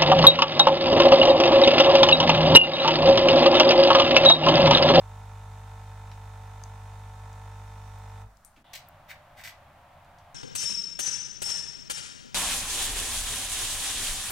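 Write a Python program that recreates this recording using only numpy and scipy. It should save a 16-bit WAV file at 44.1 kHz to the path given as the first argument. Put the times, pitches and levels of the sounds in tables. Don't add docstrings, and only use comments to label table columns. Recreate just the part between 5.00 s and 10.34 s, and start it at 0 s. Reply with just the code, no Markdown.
import sys
import numpy as np
from scipy import signal
from scipy.fft import rfft, irfft, next_fast_len
from scipy.io import wavfile

SR = 44100
rng = np.random.default_rng(int(sys.argv[2]) if len(sys.argv) > 2 else 0)


def waveform_to_disk(signal):
    frames = np.transpose(np.atleast_2d(signal))
    scaled = np.clip(frames, -1, 1) * 32767
    samples = np.round(scaled).astype(np.int16)
    wavfile.write(sys.argv[1], SR, samples)


N = 235714
TIME = np.arange(N) / SR
FFT_SIZE = next_fast_len(N, real=True)
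BIN_HZ = np.maximum(np.fft.rfftfreq(FFT_SIZE, 1 / SR), 1)
SIDES = np.array([[1], [-1]])
MAINS_HZ = 49.964

# pitch in Hz, relative level in dB, t60 in seconds.
BLADE_MODES = [(1575, -3, 0.035), (1900, -18, .03), (2014, 0, 0.031), (2210, -9.5, 0.031),
               (3724, -9.5, 0.058), (4350, -14, 0.054), (5850, -29, .04), (7630, -43, 0.066),
               (9440, -17.5, 0.055), (12900, -17, .03), (15100, -12, .03)]


def pump(drive, return_db=3.5):
    # pitch in Hz, ring level for a unit click in dB, t60 in seconds.
    casing_modes = [(446.8, -62, 0.27), (602, -49.5, 0.024), (583, -49.5, 0.059), (766.6, -50.5, 0.063),
                    (824, -47.5, 0.024), (906.3, -50, 0.054), (956.6, -51, 0.083), (1090.5, -60.5, 0.13),
                    (1304, -61.5, 0.13), (1430, -60, 0.061), (1565.3, -72, 0.34), (1752, -65.5, 0.093),
                    (2026, -63, 0.058), (2328, -65.5, 0.04), (2510, -65, 0.05), (3140, -62.5, .006),
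                    (3695, -64.5, 0.034), (3546, -70, 0.077), (4130, -69.5, 0.032), (6130, -67, 0.022),
                    (6900, -67, 0.025), (8200, -66, 0.022)]
    push = knocks(drive, at_cycle=.9558, uneven_db=.7, jitter_s=.00002)
    rebound = knocks(drive, at_cycle=.6781, uneven_db=1.0, jitter_s=.000012)
    force = lowpass(push, 1077) + from_db(return_db) * lowpass(rebound, 7400)
    return ring_modes(force, casing_modes)


def knocks(drive, at_cycle, uneven_db, jitter_s):
    cycles = np.arange(int(TIME[-1] * MAINS_HZ) - 1)
    timing, strength = rng.standard_normal((len(cycles), 2)).T
    times = (cycles + at_cycle) / MAINS_HZ + jitter_s * timing
    at = np.clip(np.round(times * SR).astype(int), 0, N - 1)
    return np.bincount(at, from_db(uneven_db * strength) * drive[at], N)


def hum(drive, delay_s=.022, waver=.073, skew_rad=2.9):
    # multiple of the mains, rms at full drive in dB, swing-out in seconds.
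    partials = [(1, -44, 0.045), (2, -40.5, 0.011), (3, -60.5, 0.0077), (4, -62.5, 0.03), (5, -68, 0.024)]
    phase = 2 * np.pi * (MAINS_HZ * TIME - .385)
    shaking = np.interp(TIME - delay_s, TIME, drive)
    out = 0
    for multiple, db, swing_s in partials:
        decay = np.exp(-1 / (swing_s * SR))
        swing = signal.lfilter([1 - decay], [1, -decay], shaking, zi=[decay])[0]
        level = np.sqrt(2) * from_db(db) * swing * (1 + waver * drift(23))
        out += level * np.cos(round(multiple) * phase + skew_rad)
    return out


def stream(drive, fizz_db=-57, whistle_db=-81, surge=.2, valve_cycle=.61, surge_cycles=.5):
    # frequency in Hz, relative level in dB.
    fizz_spectrum = [(30, -6), (85, 6), (130, -15), (200, -10.5), (330, -22), (470, -15), (570, -10.5),
                     (870, -3.5), (2000, -11.5), (3000, -14.5), (3650, -15), (4400, -18.5), (6600, -16.5),
                     (8400, -18.5), (9500, -23), (15500, -29.5)]
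    # middle in seconds, half length in seconds, rise in dB.
    ring_and_swell = [(1.12, .025, 16), (2.82, .35, 10.5)]
    since_valve = (MAINS_HZ * TIME - valve_cycle) % 1
    pulsing = 1 + surge * np.exp(-since_valve / surge_cycles)
    fizz = spread(grains(per_s=16000, size_db=2.5) * pulsing, fizz_spectrum)
    high_band = band(rng.standard_normal((2, N)) * pulsing, hz=5610, width_hz=100)
    rise_db = sum(db * np.exp(-((TIME - middle) / half) ** 2) for middle, half, db in ring_and_swell)
    return drive * (from_db(fizz_db) * fizz + from_db(whistle_db + rise_db) * high_band)


def coffee_machine(drive):
    # frequency in Hz, left over right in dB.
    position = [(200, 0), (400, -1.8), (1300, -2.3), (2400, -3.3), (4400, -.5), (8000, 6), (15000, 6.5)]
    machine = in_kitchen(pump(drive) + stream(drive), room_db=-12, t60=.55, wall_hz=7000)
    return shape(machine, pan(on_bins(position)))


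def scrapes(width=.51, release_t60=.14, blade_main_hz=1960, loss_db_per_octave=10):
    # start, attack and time until release in seconds,
    # relative rasp and bite levels in dB, pitch of the edge's bite in Hz.
    strokes = [(3.641, .003, .13, -81, -66, 3280), (3.731, 0.004, 0.029, -41.5, -54, 3930),
               (4.078, 0.027, 0.035, -50.5, -47.5, 2000), (4.36, 0.033, 0.054, -54, -54, 1920),
               (4.4355, .0022, 0.052, -46, -51, 2010)]
    # frequency in Hz, relative level in dB.
    rasp_spectrum = [(700, -45), (1400, -15), (1950, 3.5), (3000, -1), (4300, -0.5), (6500, -4),
                     (7400, -8.5), (8000, -1.5), (8600, -13), (11000, -11), (13000, -7), (15500, -13.5)]
    mid, side = grains(per_s=4500, size_db=3)
    crumbs = mid + width * SIDES * side
    rasp = unit_rms(shape(crumbs, from_db(on_bins(rasp_spectrum))))
    blade = unit_rms(ring_modes(crumbs, BLADE_MODES))
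    out = np.zeros((2, N))
    for start, attack, length, rasp_db, bite_db, bite_hz in strokes:
        release = from_db(-60 * np.maximum(TIME - start - length, 0) / release_t60)
        pressure = np.clip((TIME - start) / attack, 0, 1) * release
        bite = band(crumbs[:, ::-1], bite_hz, width_hz=900)
        blade_db = bite_db + .5 - loss_db_per_octave * abs(np.log2(bite_hz / blade_main_hz))
        out += pressure * (from_db(rasp_db) * rasp + from_db(blade_db) * blade + from_db(bite_db) * bite)
    return out


def crust_snaps(blade_db=-3, crack_db=5):
    # time in seconds, relative strength in dB.
    snaps = [(3.7347, -42), (4.1065, -37), (4.1152, -34.5), (4.4392, -45), (4.4503, -37), (4.4565, -38),
             (4.4753, -37.5)]
    clicks = np.zeros(N)
    for start, db in snaps:
        clicks[round(start * SR)] = from_db(db)
    blade = ring_modes(clicks, BLADE_MODES, t60_scale=.27)
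    crack = ring(clicks, hz=2180, t60=.0071)
    return from_db(blade_db) * blade + from_db(crack_db) * crack


def knife():
    toast = highpass(pan(1) * scrapes() + crust_snaps(), 1450)
    return in_kitchen(toast, room_db=-12, t60=.29, wall_hz=6100)


def pops(width_share=.42, t60_cycles=48):
    # start in seconds, level in dB, centre in Hz, left over right in dB.
    events = [(1.6374, -36.5, 6340, 10), (2.3298, -49, 6000, 9), (2.9864, -53, 13000, 8),
              (3.3706, -56, 6000, 16), (3.887, -41, 13000, 3)]
    dry = sum(pan(side_db) * burst(start, db, hz, width_share * hz, t60_cycles / hz)
              for start, db, hz, side_db in events)
    return in_kitchen(dry, room_db=-15)


def last_drop(start=3.4482):
    splash = burst(start, db=-43, hz=9800, width_hz=5500, t60=.012)
    bubble = burst(start + .006, db=-56.5, hz=8800, width_hz=1200, t60=.1)
    return in_kitchen(pan(6.5) * splash + pan(12) * bubble, room_db=-6.5)


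def taps(width_share=.82):
    # start in seconds, level in dB, centre in Hz, t60 in seconds.
    events = [(1.1159, -47, 2570, 0.023), (3.563, -60, 2370, 0.13), (5.046, -63.5, 5600, .02),
              (5.1851, -61.5, 5000, .05)]
    dry = sum(burst(start, db, hz, width_share * hz, t60) for start, db, hz, t60 in events)
    tapping = in_kitchen(pan(0) * dry, room_db=-6)
    bump = burst(start=3.568, db=-58, hz=257, width_hz=110, t60=.3)
    return tapping + bump


def still_air(level_db=-58.5, cut_s=3.634):
    # frequency in Hz, relative level in dB.
    spectrum = [(25, 5.5), (80, 5), (200, -3.5), (320, -12), (430, -18.5), (700, -4.5), (1500, -11),
                (3000, -24.5), (6000, -25), (15500, -30.5)]
    fade = np.clip((cut_s - TIME) / .012, .15, 1)
    return from_db(level_db) * fade * spread(rng.standard_normal((2, N)), spectrum)


def fan(heard_from_s=3.642, fade_in_s=.056, rush_db=-53, tone_hz=706, tone_db=-66):
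    # frequency in Hz, relative level in dB.
    spectrum = [(25, 2.5), (55, 3), (78, 9.5), (140, 5.5), (210, -3.5), (300, -8), (450, -13.5), (590, 1.5),
                (800, 1), (1100, -3), (2000, -11.5), (3500, -18.5), (5000, -26.5), (9000, -30),
                (15500, -31)]
    rush = spread(rng.standard_normal((2, N)), spectrum)
    phase = 2 * np.pi * tone_hz * TIME
    tone = drift(2.2) * np.cos(phase) + drift(4.3) * np.sin(phase)
    since_cut = np.maximum(TIME - heard_from_s, 0)
    fade = (since_cut > 0) * (1 - .45 * np.exp(-since_cut / fade_in_s))
    return fade * (from_db(rush_db) * rush + from_db(tone_db) * tone)


def in_kitchen(x, room_db, t60=.2, wall_hz=12100):
    t = TIME[:SR // 2]
    noise = highpass(lowpass(rng.standard_normal((2, len(t))), wall_hz), 550)
    tail = noise * from_db(-60 * t / t60) * (t > .003)
    tail /= np.sqrt(np.sum(tail ** 2) / 2)
    return x + from_db(room_db) * signal.fftconvolve(x, tail, axes=1)[:, :N]


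def spread(pair, spectrum, mono_below_hz=400):
    # frequency in Hz, correlation from 0 to 1.
    likeness = [(350, .98), (700, .88), (1400, .72), (3000, .55), (7000, .15), (15000, .12)]
    alike, gain = np.clip(on_bins(likeness), 0, 1), from_db(on_bins(spectrum))
    mid = shape(pair[0], gain * np.sqrt(1 + alike))
    side = highpass(shape(pair[1], gain * np.sqrt(1 - alike)), mono_below_hz)
    return unit_rms(mid + SIDES * side)


def grains(per_s, size_db):
    sizes = from_db(size_db * np.minimum(rng.exponential(1, (2, N)), 4))
    signs = rng.choice([-1, 1], (2, N))
    return unit_rms(sizes * signs * (rng.random((2, N)) < per_s / SR))


def burst(start, db, hz, width_hz, t60, skirt_db=-14):
    t = TIME[:SR // 4]
    noise = rng.standard_normal(len(t))
    tone = band(noise, hz, width_hz) + from_db(skirt_db) * band(noise, hz, 1.95 * hz)
    return np.pad(tone * from_db(db - 60 * t / t60), (round(start * SR), N))[:N]


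def ring_modes(force, modes, t60_scale=1):
    return sum((-1) ** k * from_db(db) * ring(force, hz, t60 * t60_scale)
               for k, (hz, db, t60) in enumerate(modes))


def ring(force, hz, t60):
    decay, step = from_db(-60 / (t60 * SR)), 2 * np.pi * hz / SR
    return signal.lfilter([0, np.sin(step)], [1, -2 * decay * np.cos(step), decay ** 2], force + 1e-18)


def drift(rate_hz):
    return unit_rms(shape(rng.standard_normal(N), 1 / (1 + (BIN_HZ / rate_hz) ** 4)))


def band(x, hz, width_hz):
    edges = np.hypot(hz, width_hz / 2) + np.array([-1, 1]) * width_hz / 2
    sos = signal.butter(2, np.clip(edges, 50, .45 * SR), "band", fs=SR, output="sos")
    return unit_rms(signal.sosfilt(sos, x))


def lowpass(x, hz):
    return signal.sosfilt(signal.butter(2, hz, fs=SR, output="sos"), x)


def highpass(x, hz):
    return signal.sosfilt(signal.butter(4, hz, "high", fs=SR, output="sos"), x)


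def shape(x, gain):
    return irfft(rfft(x, FFT_SIZE) * gain, FFT_SIZE)[..., :N]


def on_bins(points):
    hz, value = np.transpose(points)
    return np.interp(np.log(BIN_HZ), np.log(hz), value)


def pan(db):
    return from_db(SIDES * db / 2)


def from_db(db):
    return 10 ** (np.asarray(db) / 20)


def unit_rms(x):
    return x / np.sqrt(np.mean(x ** 2) + 1e-20)


def scene(pump_drive=.84, stop_s=3.25, run_down_s=.032):
    drive = pump_drive * np.clip((stop_s - TIME) / run_down_s, 0, 1)
    return coffee_machine(drive) + hum(drive) + pops() + taps() + last_drop() + knife() + still_air() + fan()


def record(dry, spacing_hz=60, notch_width_hz=24, notch_db=-17, cutoff_hz=15800):
    for hz in spacing_hz * np.arange(1, 9):
        notched = signal.lfilter(*signal.iirnotch(hz, hz / notch_width_hz, fs=SR), dry)
        dry = notched + from_db(notch_db) * (dry - notched)
    return signal.sosfilt(signal.ellip(12, .1, 70, cutoff_hz, fs=SR, output="sos"), dry)


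dry = scene()
out = record(dry)
waveform_to_disk(out)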